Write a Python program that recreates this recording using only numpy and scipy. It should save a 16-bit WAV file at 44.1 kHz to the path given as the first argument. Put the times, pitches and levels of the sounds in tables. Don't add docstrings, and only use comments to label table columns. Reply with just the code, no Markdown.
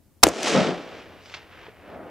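import sys
import numpy as np
from scipy import signal
from scipy.fft import rfft, irfft
from scipy.io import wavfile
from scipy.ndimage import uniform_filter1d

SR = 44100
rng = np.random.default_rng(int(sys.argv[2]) if len(sys.argv) > 2 else 0)


def master(y):
    cut = np.clip(np.atleast_2d(y).T, -1, 1)
    pcm = np.round(cut * 32767)
    wavfile.write(sys.argv[1], SR, pcm.astype(np.int16))


N = 92610
TIME = np.arange(N) / SR
HZ = np.fft.rfftfreq(N, 1 / SR)
SHOT_S = 0.2323


def amp(db):
    return 10 ** (np.asarray(db) / 20)


def evened(x):
    return x / np.sqrt(np.mean(x ** 2) + 1e-20)


def read_spectrum(points, hz):
    point_hz, db = np.transpose(points)
    return np.interp(np.log(hz + 1), np.log(point_hz + 1), db)


def curve(rows, t, column=1):
    rows = np.array(rows)
    return np.interp(t, rows[:, 0], rows[:, column])


def below(hz, edge):
    return 1 / np.sqrt(1 + ((hz + 1) / (edge + 1)) ** 4)


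def burst(start, decay):
    age = np.maximum(TIME - start, 0)
    return np.minimum(age / 0.00018, 1) * np.exp(-age / decay)


# (frequency [Hz], side minus mid [dB])
PORT_WIDTH = [(50, -5), (170, -10), (350, -13), (700, -17), (1400, -19), (2800, -14), (5500, -11),
              (14000, -11)]
# (frequency [Hz], left minus right [dB])
PORT_BALANCE = [(60, 5.5), (200, 3.5), (400, 0.54), (1300, 0), (4400, 0), (15000, 0)]


def ports(pair, gain, width_db=0):
    mid, side = rfft(pair)
    side = side * amp(read_spectrum(PORT_WIDTH, HZ) + width_db)
    lean = amp(read_spectrum(PORT_BALANCE, HZ) / 2)
    left, right = (mid + side) * lean, (mid - side) / lean
    return evened(irfft(np.array([left, right]) * gain, N))


def noise(gain, width_db=0):
    return ports(rng.standard_normal((2, N)), gain, width_db)


# (arrival time [s], lag of the left port [s])
LEFT_PORT_LAG = [(.5, 0.0000052), (1.3, 0.000024)]


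def lagged(hz, s):
    turn = np.exp(-2j * np.pi * hz * curve(LEFT_PORT_LAG, s))
    return np.array([turn, np.ones_like(turn)])


# (frequency [Hz], level [dB])
OPEN_AIR = [(20, -9.5), (60, -1), (90, 3.5), (130, -7), (280, -4.5), (450, -14.5), (700, -17), (1400, -26),
            (3000, -30), (8000, -30.5), (15000, -29.5)]
AIR_DB, BREEZE_DB = -58.5, -59
BREEZE_S, BREEZE_HZ = 0.7, 85
AIR_WIDTH_DB = 7


def air():
    rumble = noise((below(HZ, BREEZE_HZ) * below(BREEZE_HZ, HZ)) ** 2)
    hush = noise(amp(read_spectrum(OPEN_AIR, HZ)), AIR_WIDTH_DB * below(250, HZ))
    rise = np.minimum(TIME / BREEZE_S, 1) ** 2
    return amp(AIR_DB) * hush + amp(BREEZE_DB) * rise * rumble


ARRIVALS_PER_S, SIZE_SPREAD_DB = 6000, 3
FLUTTER_DB, FLUTTER_HZ = 0.7, 69.6


def scatter(spectrum):
    sizes = amp(SIZE_SPREAD_DB * np.minimum(rng.exponential(1, (2, N)), 4))
    signs = rng.choice([-1, 1], (2, N))
    arrives = rng.random((2, N)) < ARRIVALS_PER_S / SR
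    flutter_band = below(HZ, FLUTTER_HZ) * below(FLUTTER_HZ / 2, HZ)
    clumps = evened(irfft(rfft(rng.standard_normal(N)) * flutter_band, N))
    taps = sizes * signs * arrives * amp(FLUTTER_DB * clumps)
    return ports(taps, amp(read_spectrum(spectrum, HZ)))


AIR_DB_PER_S = 10.5


def travel(x, path_gain):
    hz, t, z = signal.stft(x, SR, nperseg=1024, noverlap=768)
    hz = hz[:, None]
    air_gain = amp(-AIR_DB_PER_S * np.maximum(t - SHOT_S, 0) * (hz / 10000) ** 2)
    filtered = z * air_gain * path_gain(hz, t) * lagged(hz, t)
    return signal.istft(filtered, SR, nperseg=1024, noverlap=768)[1][:, :N]


# (time [s], level [dB])
BLAST_ROLL = [(.24, -53), (.29, -24), (.325, -33.5), (.44, -29.5), (.475, -25.5), (.535, -22.5),
              (.578, -14.5), (.64, -23.5), (.70, -24.5), (.76, -33.5), (.84, -38.5), (.95, -40.5),
              (1.05, -48), (1.13, -46.5), (1.25, -52.5), (1.48, -52.5), (1.6, -51), (1.78, -54.5),
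              (1.85, -45.5), (1.93, -39), (2.03, -39), (2.1, -41)]
# (frequency [Hz], level [dB])
BLAST_SPECTRUM = [(30, -20.5), (85, -12.5), (135, -6.5), (166, 6.5), (230, 0), (320, 1.5), (480, 0.5),
                  (720, -1.5), (980, -12), (1300, -10), (2000, -19), (4000, -36.5), (9000, -44.5),
                  (16000, -70.5)]
# (time [s], high-pass edge [Hz])
PATH_BASS_CUT = [(.3, 230), (.45, 270), (.57, 111), (.71, 120), (.78, 232), (1.3, 270.1), (2.1, 270)]


def blast_echo():
    def path_gain(hz, t):
        return below(curve(PATH_BASS_CUT, t), hz)
    return amp(curve(BLAST_ROLL, TIME)) * travel(scatter(BLAST_SPECTRUM), path_gain)


# (time [s], level [dB], treble limit [Hz])
CRACK_HISS = [(.24, -42, 9000), (.32, -40.5, 7100), (.41, -34, 7800), (.475, -23.5, 9000),
              (.53, -25.5, 6750), (.6, -26.5, 5130), (.69, -32, 4500), (.75, -40, 4000), (.87, -43, 3300),
              (1.0, -42, 3300), (1.07, -46, 2700), (1.2, -49.5, 2900), (1.245, -50.5, 5970),
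              (1.335, -43.5, 6000), (1.375, -42.5, 4200), (1.41, -46.5, 3000), (1.485, -50.5, 2800),
              (1.53, -44, 2480), (1.665, -43, 2500), (1.74, -51.5, 2200), (1.84, -47.5, 2100),
              (1.94, -42, 1798), (2.0, -52.5, 1800), (2.1, -45, 1900)]
# (frequency [Hz], level [dB])
CRACK_SPECTRUM = [(30, -40), (250, -15), (600, -3.5), (1000, 0.5), (1350, 1), (2000, 2.5), (2900, 2.5),
                  (4200, -1), (5500, 0.5), (8200, -5), (11000, -14), (13500, -27.5), (16000, -41.5)]


def crack_echo():
    def path_gain(hz, t):
        return below(hz, curve(CRACK_HISS, t, column=2))
    return amp(curve(CRACK_HISS, TIME)) * travel(scatter(CRACK_SPECTRUM), path_gain)


# (time [s], level [dB], decay [s], low edge [Hz], high edge [Hz])
ROCK_SLAPS = [(0.4702, -21, 0.0049, 300, 1800), (0.479, -25, 0.00054, 600, 4500),
              (1.2578, -42, .004, 2540, 5500), (1.3397, -31, 0.0052, 1400, 2800),
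              (1.3427, -36.5, 0.0087, 4530, 6500), (1.3449, -30.5, 0.0056, 592, 3120),
              (1.371, -42.5, 0.011, 497, 3000), (1.666, -38.5, .005, 700, 2000)]
SLAP_TOP_HZ = 6300


def slaps():
    top = below(HZ, SLAP_TOP_HZ) ** 5
    out = np.zeros((2, N))
    for s, db, decay, low, high in ROCK_SLAPS:
        band = below(low, HZ) * below(HZ, high) * top
        out += amp(db) * burst(s, decay) * noise(band * lagged(HZ, s))
    return out


# (time [s], level [dB], pitch [Hz], decay [s])
LOW_THUMPS = [(0.2682, 2, 487, 0.0011), (.2705, -7.5, 310.6, .004), (0.2816, -9, 560, .003),
              (0.5811, -9.5, 230, 0.0036), (0.6904, -15, 428, 0.0028), (1.6839, -32.5, 440, 0.0057)]
THUMP_LOW_HZ = 170


def thumps():
    blows = np.zeros(N)
    for s, db, hz, decay in LOW_THUMPS:
        blows -= amp(db) * burst(s, decay) * np.sin(2 * np.pi * hz * (TIME - s))
    return irfft(rfft(blows) * below(THUMP_LOW_HZ, HZ), N)


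# (time [s], level [dB], decay [s], peak [Hz])
ACTION_CLICKS = [(0.2293, -18.5, 0.0027, 4170), (.268, -18, 0.0017, 2200), (.269, -29, .006, 7500),
                 (0.2772, -28, .003, 6450), (0.2866, -23, 0.0038, 6800), (0.4312, -18, 0.00096, 6800)]
CLICK_OCTAVES, CLICK_SKIRT_DB, CLICK_TOP_HZ = 0.3, -7, 10500


def action():
    skirt = amp(CLICK_SKIRT_DB) * below(1500, HZ)
    out = np.zeros((2, N))
    for s, db, decay, hz in ACTION_CLICKS:
        peak = np.exp(-0.5 * (np.log2((HZ + 1) / hz) / CLICK_OCTAVES) ** 2)
        out += amp(db) * burst(s, decay) * noise((peak + skirt) * below(HZ, CLICK_TOP_HZ) ** 2)
    return out


# (time [s], mean ring pitch [Hz], level [dB])
MIC_OVERLOAD = [(.2323, 1110, -5.5), (.2337, 1086, 5), (.2341, 6988, 8.5), (.2369, 4690, 8),
                (.2382, 1370, 6), (.2403, 600, 1.5), (.2415, 880, -14), (.246, 900, -41.5)]
# (frequency [Hz], level [dB])
GAS_SPECTRUM = [(40, -8.5), (180, -9.5), (400, 6.5), (700, 3), (1300, -10), (2500, -5.5), (6000, -2),
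                (11000, -11.5), (16000, -24.5)]
# (frequency [Hz], level [dB])
GROUND_SPECTRUM = [(30, -15), (70, 0), (170, -4.5), (300, -0.5), (700, -4), (1300, -8), (3000, -15.5),
                   (8000, -25.5), (12000, -35.5), (16000, -52)]
RING_JITTER, PORT_JITTER = 0.27, 0.05
RING_LAG_S = 0.000018
GAS_DB = -5.5
PUSH_S, PUSH_DB = 0.0019, -5
GROUND_DB, GROUND_T60_S = -15.5, 0.19


def muzzle():
    fired = TIME > SHOT_S
    waver = evened(uniform_filter1d(rng.standard_normal((3, N)), size=10, axis=1))
    jitter = RING_JITTER * waver[0] + PORT_JITTER * waver[1:]
    ring_hz = curve(MIC_OVERLOAD, TIME) * (1 + jitter) * fired
    left, right = np.sin(2 * np.pi * np.cumsum(ring_hz, axis=1) / SR)
    ring = np.array([np.interp(TIME - RING_LAG_S, TIME, left), right])
    level = amp(curve(MIC_OVERLOAD, TIME, column=2)) * fired * (TIME < MIC_OVERLOAD[-1][0])

    u = np.maximum(TIME - SHOT_S, 0) / PUSH_S
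    push = amp(PUSH_DB) * (1 - u) * np.exp(-u) * (u > 0)

    ground_fall = burst(SHOT_S, GROUND_T60_S / np.log(1000))
    ground = amp(GROUND_DB) * noise(amp(read_spectrum(GROUND_SPECTRUM, HZ))) * ground_fall
    gas = amp(GAS_DB) * noise(amp(read_spectrum(GAS_SPECTRUM, HZ)), width_db=6)
    return level * (ring + gas) + push + ground


def scene():
    echoes = (blast_echo() + crack_echo()) * (TIME > SHOT_S) + slaps()
    return muzzle() + thumps() + action() + echoes + air()


CEILING, EDGE_HZ = 0.81, 15700


def record(dry):
    clipped = dry / (1 + np.abs(dry / CEILING) ** 6) ** (1 / 6)
    low_pass = signal.firwin(201, EDGE_HZ, window=("kaiser", 7), fs=SR)
    return signal.oaconvolve(clipped, low_pass[None], "same")


dry = scene()
out = record(dry)
master(out)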